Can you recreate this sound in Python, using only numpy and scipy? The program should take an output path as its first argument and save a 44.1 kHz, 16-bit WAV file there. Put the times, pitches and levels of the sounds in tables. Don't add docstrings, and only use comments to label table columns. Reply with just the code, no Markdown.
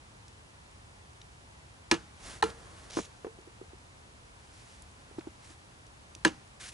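import sys
import numpy as np
from scipy import signal
from scipy.fft import rfft, irfft, next_fast_len
from scipy.io import wavfile

SR = 44100
rng = np.random.default_rng(int(sys.argv[2]) if len(sys.argv) > 2 else 0)


def inscribe(sig):
    pcm = np.round(np.clip(np.atleast_2d(sig).T, -1, 1) * 32767)
    wavfile.write(sys.argv[1], SR, pcm.astype(np.int16))


N = 297054
TIME = np.arange(N) / SR
AGE = TIME[:SR // 2]
PADDED = next_fast_len(N + 4096, True)
BINS_HZ = np.maximum(np.arange(PADDED // 2 + 1) * SR / PADDED, 1)
CUTOFF_HZ = 11080

# start in seconds, crack in dB, chisel in dB, chisel brightness in dB per
# octave, stick in dB, stick pitch in Hz, block in dB, bite in dB, bite pitch in Hz, rebound delay
# in seconds, rebound in dB relative to the blow.
BLOWS = [(1.913, -15, -17, 1, -14, 336.4, -30, -10.5, 2424, .028, -20.5),
         (2.425, -26.5, -34.5, -1, -25, 333, -15.5, 0.5, 863, .0125, -3.5),
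         (6.249, -15, -15, -1.5, -13.5, 320.6, -44, -5.5, 1580, .0295, -25)]
# start in seconds, note in dB, pitch in Hz, clack in dB, block in dB.
KNOCKS = [(2.969, -15.5, 325, -26.5, -39), (2.9865, -21.5, 307, -27.5, -42), (2.996, -26, 207, -52, -61),
          (3.245, -30, 403, -37.5, -35), (3.2661, -28, 380, -44, -33.5), (3.386, -39.5, 367, -58, -54),
          (3.473, -38.5, 354, -56, -55), (3.613, -32.5, 379, -55, -49), (3.731, -38.5, 368, -63, -62),
          (5.11, -43, 403, -60, -77), (5.1832, -23.5, 329, -41.5, -72), (5.27, -27.5, 327, -46, -70),
          (5.503, -43, 310, -65, -75), (6.159, -44, 320, -54, -75)]
# start in seconds, level in dB, centre in Hz.
TICKS = [(0.2805, -47.5, 5140), (1.2157, -45, 3900), (2.502, -41.5, 3940), (2.966, -36, 6130),
         (3.055, -43, 5440), (4.821, -43, 7550), (5.193, -45.5, 3200), (5.2095, -41, 1190),
         (5.866, -50.5, 4950), (6.150, -35.5, 4700)]
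# time of reaching full level, attack, hold and release, all in seconds,
# sleeve swish in dB, low background noise in dB.
SWELLS = [(2.289, 0.078, .03, 0.067, -50, -49.5), (2.456, 0.028, 0.025, 0.043, -54.5, -44.5),
          (2.72, 0.52, .1, .33, -63, -54.5), (4.697, 0.26, .02, 0.092, -59.5, -69),
          (5.16, 0.43, 0.065, 0.16, -72.5, -62), (5.493, 0.097, 0.024, 0.03, -58.5, -59.5),
          (6.604, 0.0044, 0.086, .015, -47.5, -57), (6.73, 0.022, .02, .03, -54.5, -68)]

# frequency in Hz, level in dB, time to fall 60 dB in seconds.
CHISEL_MODES = [(592, -2.5, 0.025), (830, -2.5, 0.031), (980, -1.5, 0.048), (1337, -9, 0.035),
                (1715, -3.5, 0.073), (1888, 1, 0.029), (2408, -10, 0.053), (2790, -13, 0.092),
                (3400, -20, 0.05), (4090, -18, 0.026), (4550, -19, 0.031), (5500, -16, 0.026),
                (6330, -8.5, 0.042), (6840, -8, 0.017)]
CAP_MODES = [(2850, 6.5, 0.021)]
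BLOCK_MODES = [(85, -18, 0.16), (443.4, 3, 0.087), (459, -21.5, 0.4), (874, -22, 0.24), (1020, 13, 0.023),
               (1303, -1, 0.047), (1380, -18.5, 0.23), (1664, -35, 0.52), (1660, 1.5, .02),
               (1810, 1, 0.026), (2910, -12, 0.036), (4070, 3.5, 0.011), (4100, -21, 0.078),
               (5850, -27, 0.1), (7360, -25, 0.03)]
GROUND_MODES = [(75.4, -35, 0.14)]
# multiple of its pitch, level in dB, time to fall 60 dB in seconds.
STICK_MODES = [(.43, -21.5, 0.18), (.58, -16, 0.046), (.86, -6.5, 0.086), (.93, -24, 0.32), (1, 1.5, 0.11),
               (1.15, -6, .05), (1.361, -12.5, 0.035), (2.475, -33, 0.47)]
# multiple of its pitch, level in dB, share of its ring time.
KNOCK_MODES = [(1, 2, 0.91), (1.85, -14, 0.38)]

# frequency in Hz, relative level in dB.
CRACK_EQ = [(150, 9), (500, -14), (1300, -2), (2500, 0), (4000, -1), (6500, -7), (8500, -6), (11000, -11)]
FIBRE_EQ = [(30, -24), (100, -21), (180, 4), (400, 1), (650, -7.5), (950, -5.5), (1300, -6), (1900, -13),
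            (2700, -10.5), (4000, -15.5), (6500, -20), (11000, -32)]
ECHO_EQ = [(60, -4), (160, 1.5), (300, -1.5), (550, -20), (900, -12), (1500, -6), (2500, -15), (6500, -18),
           (11000, -30)]
CLACK_EQ = [(100, -13), (300, -0.5), (650, -0.5), (1000, -2), (1400, -6.5), (2000, -16), (4000, -27),
            (11000, -34)]
SLIDE_EQ = [(150, 2), (400, -1), (1400, -9), (2200, -2), (4000, -1), (4900, -7), (6500, -4), (8500, -8),
            (11000, -10.5)]
SWISH_EQ = [(100, -7), (600, -24), (1100, -6.5), (1700, 1.5), (3000, -1), (6000, -1.5), (9000, -4),
            (11000, -7)]
LOW_BACKGROUND_EQ = [(25, 7), (55, 13), (120, 7.5), (250, 2), (600, 2.5), (1100, 2), (1700, -2.5),
                     (2500, -11), (11000, -17)]
AIR_EQ = [(22, -23), (40, -6), (70, 0.5), (120, -3.0), (160, -9.5), (260, -13), (400, -14), (600, -14),
          (950, -12.5), (1300, -16), (2000, -18), (4000, -23.5), (7000, -26.5), (10500, -30)]

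# frequency in Hz, left lead in radians.
NEAR_PHASE = [(50, 0), (170, -.9), (500, -.95), (1700, -1.15), (3000, -.7), (6000, -.35), (11000, -.1)]
AIR_PHASE = [(80, 0), (170, -.3), (350, -.8), (520, -1.9), (1000, -2.2), (2000, -3), (3500, -2.5),
             (5000, -.8), (7000, -.1)]
# frequency in Hz, left over right in dB.
NEAR_BALANCE = [(100, 0.5), (350, -1), (700, -3), (1000, -1.7), (1700, 0), (3000, -.8), (11000, -1)]
# frequency in Hz, left-right likeness from 0 (wide) to 1 (mono).
NEAR_LIKENESS = [(60, 1), (250, 0.88), (2000, 0.85), (11000, 0.87)]
AIR_LIKENESS = [(30, 0.9), (90, 0.96), (200, 0.84), (400, 0.34), (2000, 0.62), (4500, 0.17), (10000, 0.53)]


def blows():
    tones, contacts = np.zeros(N), []
    block = ring(BLOCK_MODES, rise_cycles=4.6)
    cap = ring(CAP_MODES, rise_cycles=2.6)
    thud = ring(GROUND_MODES, rise_cycles=0.53)
    damping = np.maximum(loaded(hold_s=0.05), from_db(-3.5))
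    for (s, crack_db, chisel_db, brightness, stick_db, stick_hz, block_db,
         bite_db, bite_hz, rebound_s, rebound_db) in BLOWS:
        tilted = [(hz, db + brightness * np.log2(hz / 1800), t60) for hz, db, t60 in CHISEL_MODES]
        chisel = from_db(chisel_db) * ring(tilted, rise_cycles=2.4)
        tuned = [(stick_hz * k, db, t60) for k, db, t60 in STICK_MODES]
        stick = from_db(stick_db) * ring(tuned, rise_cycles=2.48) * damping
        add(tones, s, chisel + stick + from_db(block_db) * block + thud)
        add(tones, s + 0.001027, ring([(bite_hz, bite_db, .021)], rise_cycles=2.94))
        add(tones, s + rebound_s, from_db(rebound_db) * (chisel + from_db(crack_db) * cap))
        contacts += [(s, crack_db), (s + rebound_s, crack_db + rebound_db)]
    times, levels_db = np.transpose(contacts)
    return tones + crack(times, levels_db) + fibres(times, levels_db) + echo(times, levels_db)


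def crack(times, levels_db, peak_db=7, width_hz=110):
    touch = from_db(3.5) * decay(t60=0.012, rise_s=0.00018)
    rattle = from_db(-1) * decay(t60=0.028, rise_s=0.0018)
    peaks = [1 / (1 + (2 * (BINS_HZ - hz) / width_hz) ** 2) for hz, _, _ in CHISEL_MODES]
    handle = noise(CRACK_EQ, peaks_db=peak_db * np.max(peaks, axis=0))
    low_cut = signal.butter(2, 300, "high", fs=SR, output="sos")
    return signal.sosfilt(low_cut, bursts(times, levels_db, touch + rattle) * handle)


def fibres(times, levels_db):
    crush = decay(t60=0.62, rise_s=0.0023) * loaded(hold_s=0.036)
    return bursts(times, levels_db - 12.5, crush) * noise(FIBRE_EQ) * grain(per_s=870, depth_db=2.0)


def echo(times, levels_db):
    return from_db(-28.5) * bursts(times, levels_db, decay(t60=0.47, rise_s=0.017)) * noise(ECHO_EQ)


def knocks(ring_s=0.041):
    tones = np.zeros(N)
    block = ring(BLOCK_MODES[1:4], rise_cycles=0.89)
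    for s, db, hz, _, block_db in KNOCKS:
        modes = [(k * hz, mode_db, share * ring_s) for k, mode_db, share in KNOCK_MODES]
        add(tones, s, from_db(db) * ring(modes, rise_cycles=0.77) + from_db(block_db) * block)
    times, _, _, clack_db, _ = np.transpose(KNOCKS)
    return tones + bursts(times, clack_db, decay(t60=0.052, rise_s=0.0011)) * noise(CLACK_EQ)


def mallet_slide(start_s=2.901, hold_s=0.149, landing_s=2.979):
    touching = swell(start_s, attack_s=0.0024, hold_s=hold_s, release_s=0.018)
    pressure = swell(landing_s, attack_s=0.038, hold_s=0, release_s=0.038)
    rasp_hz = 5230 + 8900 * np.clip(TIME - start_s, 0, hold_s)
    narrow = noise([(910, 0), (9100, -60)])
    rasp = narrow * np.sqrt(2) * np.cos(2 * np.pi * np.cumsum(rasp_hz) / SR)
    scrape = (noise(SLIDE_EQ) + from_db(-4) * rasp) * grain(per_s=450, depth_db=3.0)
    return from_db(-52 + 7.5 * pressure) * touching * scrape


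def ticks(half_width_octaves=0.64, chips_per_s=1.6, chip_db=-55.5, chip_hz=5500):
    track, shape = np.zeros(N), decay(t60=0.016, rise_s=0.00048)
    chips = [(s, chip_db, chip_hz) for s in TIME[rng.random(N) < chips_per_s / SR]]
    spread = 2 ** half_width_octaves
    for s, db, hz in TICKS + chips:
        band = signal.butter(2, [hz / spread, hz * spread], "band", fs=SR, output="sos")
        snap = signal.sosfilt(band, rng.standard_normal(len(AGE)))
        add(track, s, from_db(db) * shape * snap / snap.std())
    return track


def sleeves():
    level = np.linalg.norm([from_db(db) * swell(*timing) for *timing, db, _ in SWELLS], axis=0)
    return level * noise(SWISH_EQ) * grain(per_s=320, depth_db=1.5) * grain(per_s=45, depth_db=1.5)


def low_background():
    level = np.linalg.norm([from_db(db) * swell(*timing) for *timing, _, db in SWELLS], axis=0)
    return level * noise(LOW_BACKGROUND_EQ)


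def woodland_air():
    return from_db(-54) * noise(AIR_EQ, AIR_LIKENESS)


def ring(modes, rise_cycles):
    return sum((-1) ** k * from_db(db) * decay(t60, rise_cycles / hz) * np.sin(2 * np.pi * hz * AGE)
               for k, (hz, db, t60) in enumerate(modes))


def decay(t60, rise_s):
    return (1 - np.exp(-(AGE / rise_s) ** 2)) * np.exp(-np.log(1000) * AGE / t60)


def loaded(hold_s):
    return 1 / np.sqrt(1 + (AGE / hold_s) ** 8)


def swell(s, attack_s, hold_s, release_s):
    early, late = np.maximum(s - TIME, 0), np.maximum(TIME - s - hold_s, 0)
    return np.exp(-np.minimum((early / attack_s) ** 2 + (late / release_s) ** 2, 20))


def bursts(times, levels_db, shape):
    power = np.zeros(N)
    for s, db in zip(times, levels_db):
        add(power, s, (from_db(db) * shape) ** 2)
    return np.sqrt(power)


def noise(eq, likeness=NEAR_LIKENESS, peaks_db=0):
    mid, side = rfft(rng.standard_normal((2, PADDED)))
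    alike = np.clip(at_hz(likeness), 0, 1)
    pair = np.sqrt(1 + alike) * mid + np.sqrt(1 - alike) * side * [[1], [-1]]
    audible = (BINS_HZ > 20) & (BINS_HZ < CUTOFF_HZ + 500)
    coloured = irfft(pair * from_db(at_hz(eq) + peaks_db) * audible, PADDED)[:, :N]
    return coloured / coloured.std()


def grain(per_s, depth_db):
    jitter = np.interp(TIME * per_s, np.arange(N), rng.standard_normal(N))
    gain = from_db(depth_db * np.clip(jitter, -2, 2))
    return gain / np.sqrt(np.mean(gain ** 2))


def stereo_image(sound, phase, balance_db=0):
    left = np.exp(1j * at_hz(phase) / 2) * from_db(balance_db / 2)
    return irfft(rfft(sound, PADDED) * np.array([left, 1 / left]), PADDED)[:, :N]


def from_db(db):
    return np.exp(np.asarray(db) * np.log(10) / 20)


def at_hz(points):
    hz, value = np.transpose(points)
    return np.interp(np.log(BINS_HZ), np.log(hz), value)


def add(track, s, sound):
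    start = round(s * SR)
    track[start:start + len(sound)] += sound[:N - start]


def scene():
    air = woodland_air()
    front = blows() + knocks() + sleeves() + low_background() + mallet_slide() + ticks()
    return stereo_image(front, NEAR_PHASE, at_hz(NEAR_BALANCE)) + stereo_image(air, AIR_PHASE)


def record(dry, ceiling=0.4):
    dip = from_db(np.interp(TIME, [2.415, 2.417, 2.421, 2.423], [0, -22, -22, 0]))
    rounded = ceiling * np.tanh(dry * dip / ceiling)
    high_cut = signal.ellip(12, .1, 70, CUTOFF_HZ, fs=SR, output="sos")
    return signal.sosfilt(high_cut, rounded)


dry = scene()
out = record(dry)
inscribe(out)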